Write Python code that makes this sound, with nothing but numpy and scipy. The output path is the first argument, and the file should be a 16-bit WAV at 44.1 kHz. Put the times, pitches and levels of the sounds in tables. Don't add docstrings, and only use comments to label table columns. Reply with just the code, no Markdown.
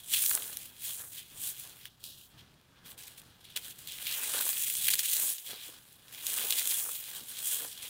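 import sys
import numpy as np
from scipy import signal
from scipy.fft import rfft, irfft
from scipy.io import wavfile

SR = 44100
rng = np.random.default_rng(int(sys.argv[2]) if len(sys.argv) > 2 else 0)


def convert_level_to_amplitude(level_db):
    exponent = np.asarray(level_db, float) / 20
    return 10 ** exponent


def materialize(psi):
    bounded = np.clip(np.atleast_2d(psi).T, -1, 1)
    quanta = np.round(bounded * 32767).astype(np.int16)
    wavfile.write(sys.argv[1], SR, quanta)


N = 347949

# f/Hz, width/Hz, relative level/dB
WALL_MODES = [(6740, 1760, -3.5), (8520, 2130, 1.5), (10720, 2000, -0.5), (12840, 5500, -1.5),
              (14840, 1660, 3.5)]
# f/Hz, width/Hz, relative level/dB
BLOCK_MODES = [(1673, 430, -12), (2400, 820, -4.5), (3255, 410, 0), (3215, 1200, 1), (3910, 780, -4),
               (4900, 1800, -10)]


def crunch():
    # full force at t/s, held/s, fizz level/dB, build-up/s, let-go/s
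    press_table = [(0.001, 0, -51.5, 1, 0.055), (0.136, 0.0015, -27, 0.044, 0.096),
                   (0.197, 0.14, -30.5, 0.12, 0.061), (0.413, 0.038, -38, 0.25, 0.25),
                   (0.601, 0.031, -48.5, 0.042, 0.014), (0.656, 0, -48, 0.017, 0.06),
                   (0.855, 0.0028, -35.5, 0.07, 0.34), (1.133, 0.071, -46, 0.039, 0.026),
                   (1.437, 0.069, -37.5, 0.12, 0.055), (1.596, 0.017, -46, 0.11, 0.22),
                   (1.845, 0.022, -57.5, 0.42, 0.039), (2.002, 0.085, -63, 0.0086, 0.05),
                   (2.04, 0.021, -47, 0.0095, 0.14), (2.195, 0.044, -58, 0.21, 0.11),
                   (2.378, 0.012, -64, 0.004, 0.059), (2.86, 0.055, -52.5, 0.021, 0.045),
                   (2.978, 0.001, -49, 0.006, 0.28), (3.071, 0.00041, -48, 0.0068, 0.02),
                   (3.178, 0.022, -49.5, 0.0081, 0.0065), (3.408, 0, -58.5, 0.0035, 0.017),
                   (3.442, 0.014, -61, 0.005, 0.032), (3.511, 0, -56.5, 0.033, 0.027),
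                   (3.561, 0.011, -38.5, 0.0024, 0.029), (3.651, 0.06, -44.5, 0.088, 0.029),
                   (3.787, 0, -51, 0.0057, 0.086), (3.873, 0, -46.5, 0.01, 0.62),
                   (4.14, 0.28, -38, 0.34, 0.018), (4.333, 0.45, -38, 0.2, 0.085),
                   (4.476, 0.041, -32, 0.18, 0.049), (4.568, 0.054, -36, 0.027, 0.052),
                   (4.861, 0.012, -31.5, 0.71, 0.027), (4.882, 0, -26, 0.0075, 0.019),
                   (4.905, 0.0088, -29.5, 0.01, 0.019), (4.933, 0.0099, -30, 0.022, 0.0077),
                   (4.96, 0.0087, -40, 0.02, 0.05), (4.991, 0.014, -26.5, 0.013, 0.023),
                   (5.034, 0.03, -31.5, 0.012, 0.011), (5.111, 0.19, -29.5, 0.16, 0.11),
                   (5.46, 0.061, -44.5, 0.045, 0.11), (5.666, 0.012, -46.5, 0.19, 0.073),
                   (5.72, 0.029, -58.5, 0.11, 0.98), (6.125, 0.002, -50, 0.021, 0.23),
                   (6.258, 0.19, -38.5, 0.012, 0.169), (6.279, 0.484, -39, 0.17, 0.7),
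                   (6.581, 0.005, -31, 0.19, 0.13), (6.701, 0.033, -31.5, 0.067, 0.41),
                   (6.949, 0, -47, 0.15, 0.19), (7.167, 0.0013, -42.5, 0.14, 0.091),
                   (7.296, 0, -39.5, 0.047, 0.11), (7.459, 0.068, -34, 0.17, 0.25),
                   (7.826, 0, -44, 0.08, 0.27)]
    # t/s, level/dB, build-up/s, let-go/s
    crumble_table = [(.376, -51, 0.26, 0.3), (.893, -55, 0.047, 0.041), (1.005, -58.5, 0.14, 0.17),
                     (1.47, -60, 0.13, 0.21), (1.66, -64.5, 0.16, 0.45), (2.91, -63, 0.34, 1),
                     (3.565, -52, 0.011, 0.038), (3.685, -57.5, 0.09, 0.054), (4.359, -45.5, 0.41, 0.28),
                     (4.9, -59, 0.28, 0.36), (5.24, -51, 0.2, 0.15), (5.53, -54, 0.11, 0.11),
                     (5.685, -60.5, 0.22, 0.26), (6.42, -49, 0.35, 0.42), (6.87, -53.5, 0.65, 0.16),
                     (7.19, -54.5, 0.22, 0.059), (7.655, -53, 0.62, 0.067), (7.85, -58.5, 0.24, 0.21)]
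    # t/s, block against fizz at usual_db/dB
    grip_table = [(.1, -6), (.18, -4), (.24, -12), (.53, -10), (.66, -6.5), (.9, -6), (1.08, -17.5),
                  (1.18, -3), (1.5, -11.5), (1.69, -9), (1.86, -0.5), (2.05, -2.5), (2.33, -6), (2.38, 4),
                  (2.8, 3), (2.9, -5.5), (3.5, 1.5), (3.7, -7.5), (4.14, -2.5), (4.7, -7.5), (5.0, -5),
                  (5.4, -13), (5.47, -2.5), (6.13, -5.5), (6.5, -4), (6.722, -6), (6.82, -9.5), (6.88, -16),
                  (7.04, -5), (7.55, -8.5), (7.75, -2.5), (7.89, -8.5)]
    # f/Hz, width/Hz, relative level/dB
    hand_modes = [(250, 225, -3.5), (455, 465, -4.5), (723, 280, -5.5), (954, 680, -6), (1513, 335, -0.5)]
    usual_db, brighter_per_db, coarser_per_db = -41, 0.195, 0.07

    fizz_db = swells(*np.transpose(press_table), still_db=-82)
    crumble_s, crumble_peak_db, rise_s, fall_s = np.transpose(crumble_table)
    crumble_db = swells(crumble_s, 0, crumble_peak_db, rise_s, fall_s, still_db=-81.5)

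    harder_db = fizz_db - usual_db
    block_db = np.interp(np.arange(N) / SR, *np.transpose(grip_table)) - brighter_per_db * harder_db
    coarse_db = coarser_per_db * harder_db

    clicks = snaps(coarse_db, spread_db=3.5, clump_db=1.52)
    coarser = snaps(coarse_db, spread_db=2.0, clump_db=4.0)
    crumbs = rms_one(clicks) + 1.15 * rms_one(coarser)

    walls = rms_one(ring(clicks, WALL_MODES, scatter_db=1.5, wander_db=1.65))
    block = rms_one(ring(clicks, BLOCK_MODES, scatter_db=3.0, wander_db=3.0)) * convert_level_to_amplitude(block_db)
    hands = rms_one(ring(crumbs, hand_modes, scatter_db=4.5, wander_db=2.0))
    return convert_level_to_amplitude(fizz_db) * (walls + block) + convert_level_to_amplitude(crumble_db) * hands


def swells(s, held_s, level_db, rise_s, fall_s, still_db):
    ramp_db = 20
    now = np.arange(0, N + 32, 32)[:, None] / SR
    early = np.maximum(s - now, 0) / rise_s
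    late = np.maximum(now - s - held_s, 0) / fall_s
    efforts = convert_level_to_amplitude(level_db - ramp_db * (early + late)) ** 2
    power = convert_level_to_amplitude(still_db) ** 2 + np.sum(efforts, axis=1)
    return np.interp(np.arange(N) / SR, now[:, 0], 10 * np.log10(power))


def snaps(coarse_db, spread_db, clump_db, dust_db=3.5):
    snaps_per_s = 900
    born = rng.random(N) < snaps_per_s / SR
    sizes_db = spread_db * np.minimum(rng.exponential(1, N), 4.0)
    breaks = rms_one(born * convert_level_to_amplitude(sizes_db))
    powder = rng.standard_normal(N)

    grain, dust = convert_level_to_amplitude(coarse_db), convert_level_to_amplitude(dust_db)
    mix = (grain * breaks + dust * powder) / np.hypot(grain, dust)
    clumps_db = clump_db * (0.38 * drift(30.0) + drift(129.0))
    return mix * convert_level_to_amplitude(clumps_db)


def ring(clicks, modes, scatter_db, wander_db):
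    out = 0
    for hz, width_hz, level_db in modes:
        chance_db = scatter_db * rng.standard_normal(N) + wander_db * drift(6.7)
        strength = convert_level_to_amplitude(level_db + chance_db) * rng.choice([-1, 1], N)
        struck = clicks * strength + 1e-18
        out = out + resonate(resonate(struck, hz, width_hz), hz, 3.4 * width_hz)
    return out


def resonate(x, hz, width_hz):
    r = np.exp(-np.pi * width_hz / SR)
    feedback = [1, -2 * r * np.cos(2 * np.pi * hz / SR), r * r]
    return signal.lfilter([(1 - r * r) / 2, 0, (r * r - 1) / 2], feedback, x)


def drift(rate_hz):
    r = np.exp(-2 * np.pi * rate_hz / SR)
    slow = signal.lfilter([1], [1, -2 * r, r * r], rng.standard_normal(N + 4000))
    return rms_one(slow[4000:])


def rms_one(x):
    return x / np.sqrt(np.mean(x ** 2) + 1e-20)


def cracks(size=1000, decay_s=0.00047):
    # t/s, peak level/dB, treble against block ring/dB
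    crack_table = [(0.1362, -13, -3), (0.1387, -11, 2), (0.1468, -17, -2), (0.1696, -17, -1),
                   (0.1812, -19, -3), (0.2209, -15, 13), (0.2392, -15, 3), (0.2623, -11, 8),
                   (0.2949, -17, 10), (0.3121, -19, -4), (0.3257, -16, 17), (0.3512, -10, 22),
                   (0.3745, -28, -10), (0.4012, -28, -2), (0.4224, -24, -6), (0.4415, -30, -6),
                   (0.5708, -17, 11), (1.8548, -28, -3), (2.04, -27, 1), (2.195, -42, -2),
                   (2.5411, -51, -5), (2.6135, -50, -5), (3.036, -37, 2), (3.0813, -33, 4), (3.217, -40, 0),
                   (3.4526, -39, -3), (3.502, -41, 0), (3.5637, -18, -5), (3.5731, -18, -4),
                   (3.7901, -31, 6), (3.8737, -25, 4), (3.921, -29, 5), (3.9856, -29, -6),
                   (4.1334, -26, -2), (4.3377, -21, 2), (4.3915, -20, -2), (4.491, -13, 13),
                   (4.5308, -22, -2), (4.5712, -21, -5), (4.6369, -19, 9), (4.753, -20, 2), (4.8825, -8, 8),
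                   (4.8852, -10, -2), (4.8918, -17, -2), (4.9038, -17, 4), (4.9118, -15, 0),
                   (4.9342, -15, 2), (4.9376, -13, -3), (4.9543, -15, 7), (4.9926, -9, -3),
                   (5.1668, -15, 4), (5.3023, -18, 17), (5.3828, -27, 0), (5.9284, -40, 14),
                   (6.0825, -38, -5), (6.1476, -32, -8), (6.2672, -14, 7), (6.3397, -18, 9),
                   (6.3733, -17, 14), (6.3856, -17, -1), (6.5064, -11, 6), (6.5242, -13, -6),
                   (6.5875, -16, 3), (6.6556, -17, 4), (6.6737, -12, 9), (6.7992, -19, 4)]
    bursts = np.tile(np.exp(-np.arange(size) / (decay_s * SR)), len(crack_table))
    strike = np.pad(bursts, (0, N - bursts.size))
    all_walls = ring(strike, WALL_MODES, scatter_db=2.5, wander_db=0)
    all_block = ring(strike, BLOCK_MODES, scatter_db=2.5, wander_db=0)

    out = np.zeros(N + size)
    for k, (s, peak_db, treble_db) in enumerate(crack_table):
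        own = slice(size * k, size * (k + 1))
        burst = convert_level_to_amplitude(treble_db) * rms_one(all_walls[own]) + rms_one(all_block[own])
        at = round(s * SR)
        out[at:at + size] += convert_level_to_amplitude(peak_db) * burst / np.abs(burst).max()
    return out[:N]


def knocks(cycles=1.0, size=3000):
    # t/s, peak level/dB, f/Hz
    knock_table = [(0.3132, -28.5, 1210), (0.3743, -30.5, 1020), (4.345, -35, 600), (4.371, -37, 550),
                   (4.4653, -34, 795), (4.491, -35.5, 800), (5.5316, -44.5, 250.0), (5.6875, -50, 250.0),
                   (6.374, -35.5, 850), (6.4399, -41.5, 442), (6.615, -28.5, 1530), (6.722, -30.5, 1600.0),
                   (6.862, -37.5, 795), (6.89, -37, 770), (7.2096, -52, 202), (7.6473, -47, 755)]
    out, t = np.zeros(N + size), np.arange(size) / SR
    noise = rng.standard_normal((len(knock_table), size))
    for (s, peak_db, hz), puff in zip(knock_table, noise):
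        puff = puff * np.exp(-t * hz / 2.5)
        knock = resonate(resonate(puff, hz, hz / cycles), hz, 2.0 * hz)
        at = round(s * SR)
        out[at:at + size] += convert_level_to_amplitude(peak_db) * knock / np.abs(knock).max()
    return out[:N]


def aside(x, fade_s=0.021):
    from_s, to_s, lowest_hz = 1.88, 2.3, 2650
    now = np.arange(N) / SR
    share = np.clip(np.minimum(now - from_s, to_s - now) / fade_s, 0, 1)
    thin = signal.sosfilt(signal.butter(10, lowest_hz, "high", fs=SR, output="sos"), x)
    return (1 - share) * x + share * thin


def tray(x, level_db=-13, t60_s=0.055):
    t = np.arange(3000) / SR
    echo = rng.standard_normal(3000) * convert_level_to_amplitude(-60 * t / t60_s) * (t > .001)
    echo = echo / np.sqrt(np.sum(echo ** 2))
    return convert_level_to_amplitude(level_db) * signal.fftconvolve(x, echo)[:N]


def room():
    # f/Hz, relative density/dB
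    air_table = [(20, -14.5), (45, -5), (130, 0), (500, -14.5), (1200, -16), (1640, -15), (2150, -22.5),
                 (7000, -27), (15500, -30)]
    # t/s, gain/dB
    dip_table = [(4.85, 0), (5.05, -6.5), (5.33, -4), (5.38, -13), (5.44, -16), (5.48, -3), (6.3, -3)]
    air_db, hum_hz, hum_db = -64, 118.3, -74.5

    hz, density_db = np.transpose(air_table)
    bins_hz = np.maximum(np.fft.rfftfreq(N, 1 / SR), 1)
    shape = convert_level_to_amplitude(np.interp(np.log(bins_hz), np.log(hz), density_db))
    air = rms_one(irfft(rfft(rng.standard_normal(N)) * shape, N))
    air = convert_level_to_amplitude(air_db + 1.56 * drift(3.8)) * air

    now = np.arange(N) / SR
    hum = np.sqrt(2) * np.sin(2 * np.pi * hum_hz * now + 0.37 * drift(4.9))
    hum = convert_level_to_amplitude(hum_db + 2.0 * drift(3.1)) * hum
    return convert_level_to_amplitude(np.interp(now, *np.transpose(dip_table))) * (air + hum)


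def scene():
    foam = aside(crunch() + cracks() + knocks())
    return (foam + tray(foam) + room())[None]


def top_cut(x):
    return signal.sosfilt(signal.butter(12, 17000, fs=SR, output="sos"), x)


def record(dry):
    low_pass = signal.cheby2(30, 70, 16000, fs=SR, output="sos")
    cut = signal.sosfilt(low_pass, dry)
    return top_cut(cut)


dry = scene()
out = record(dry)
materialize(out)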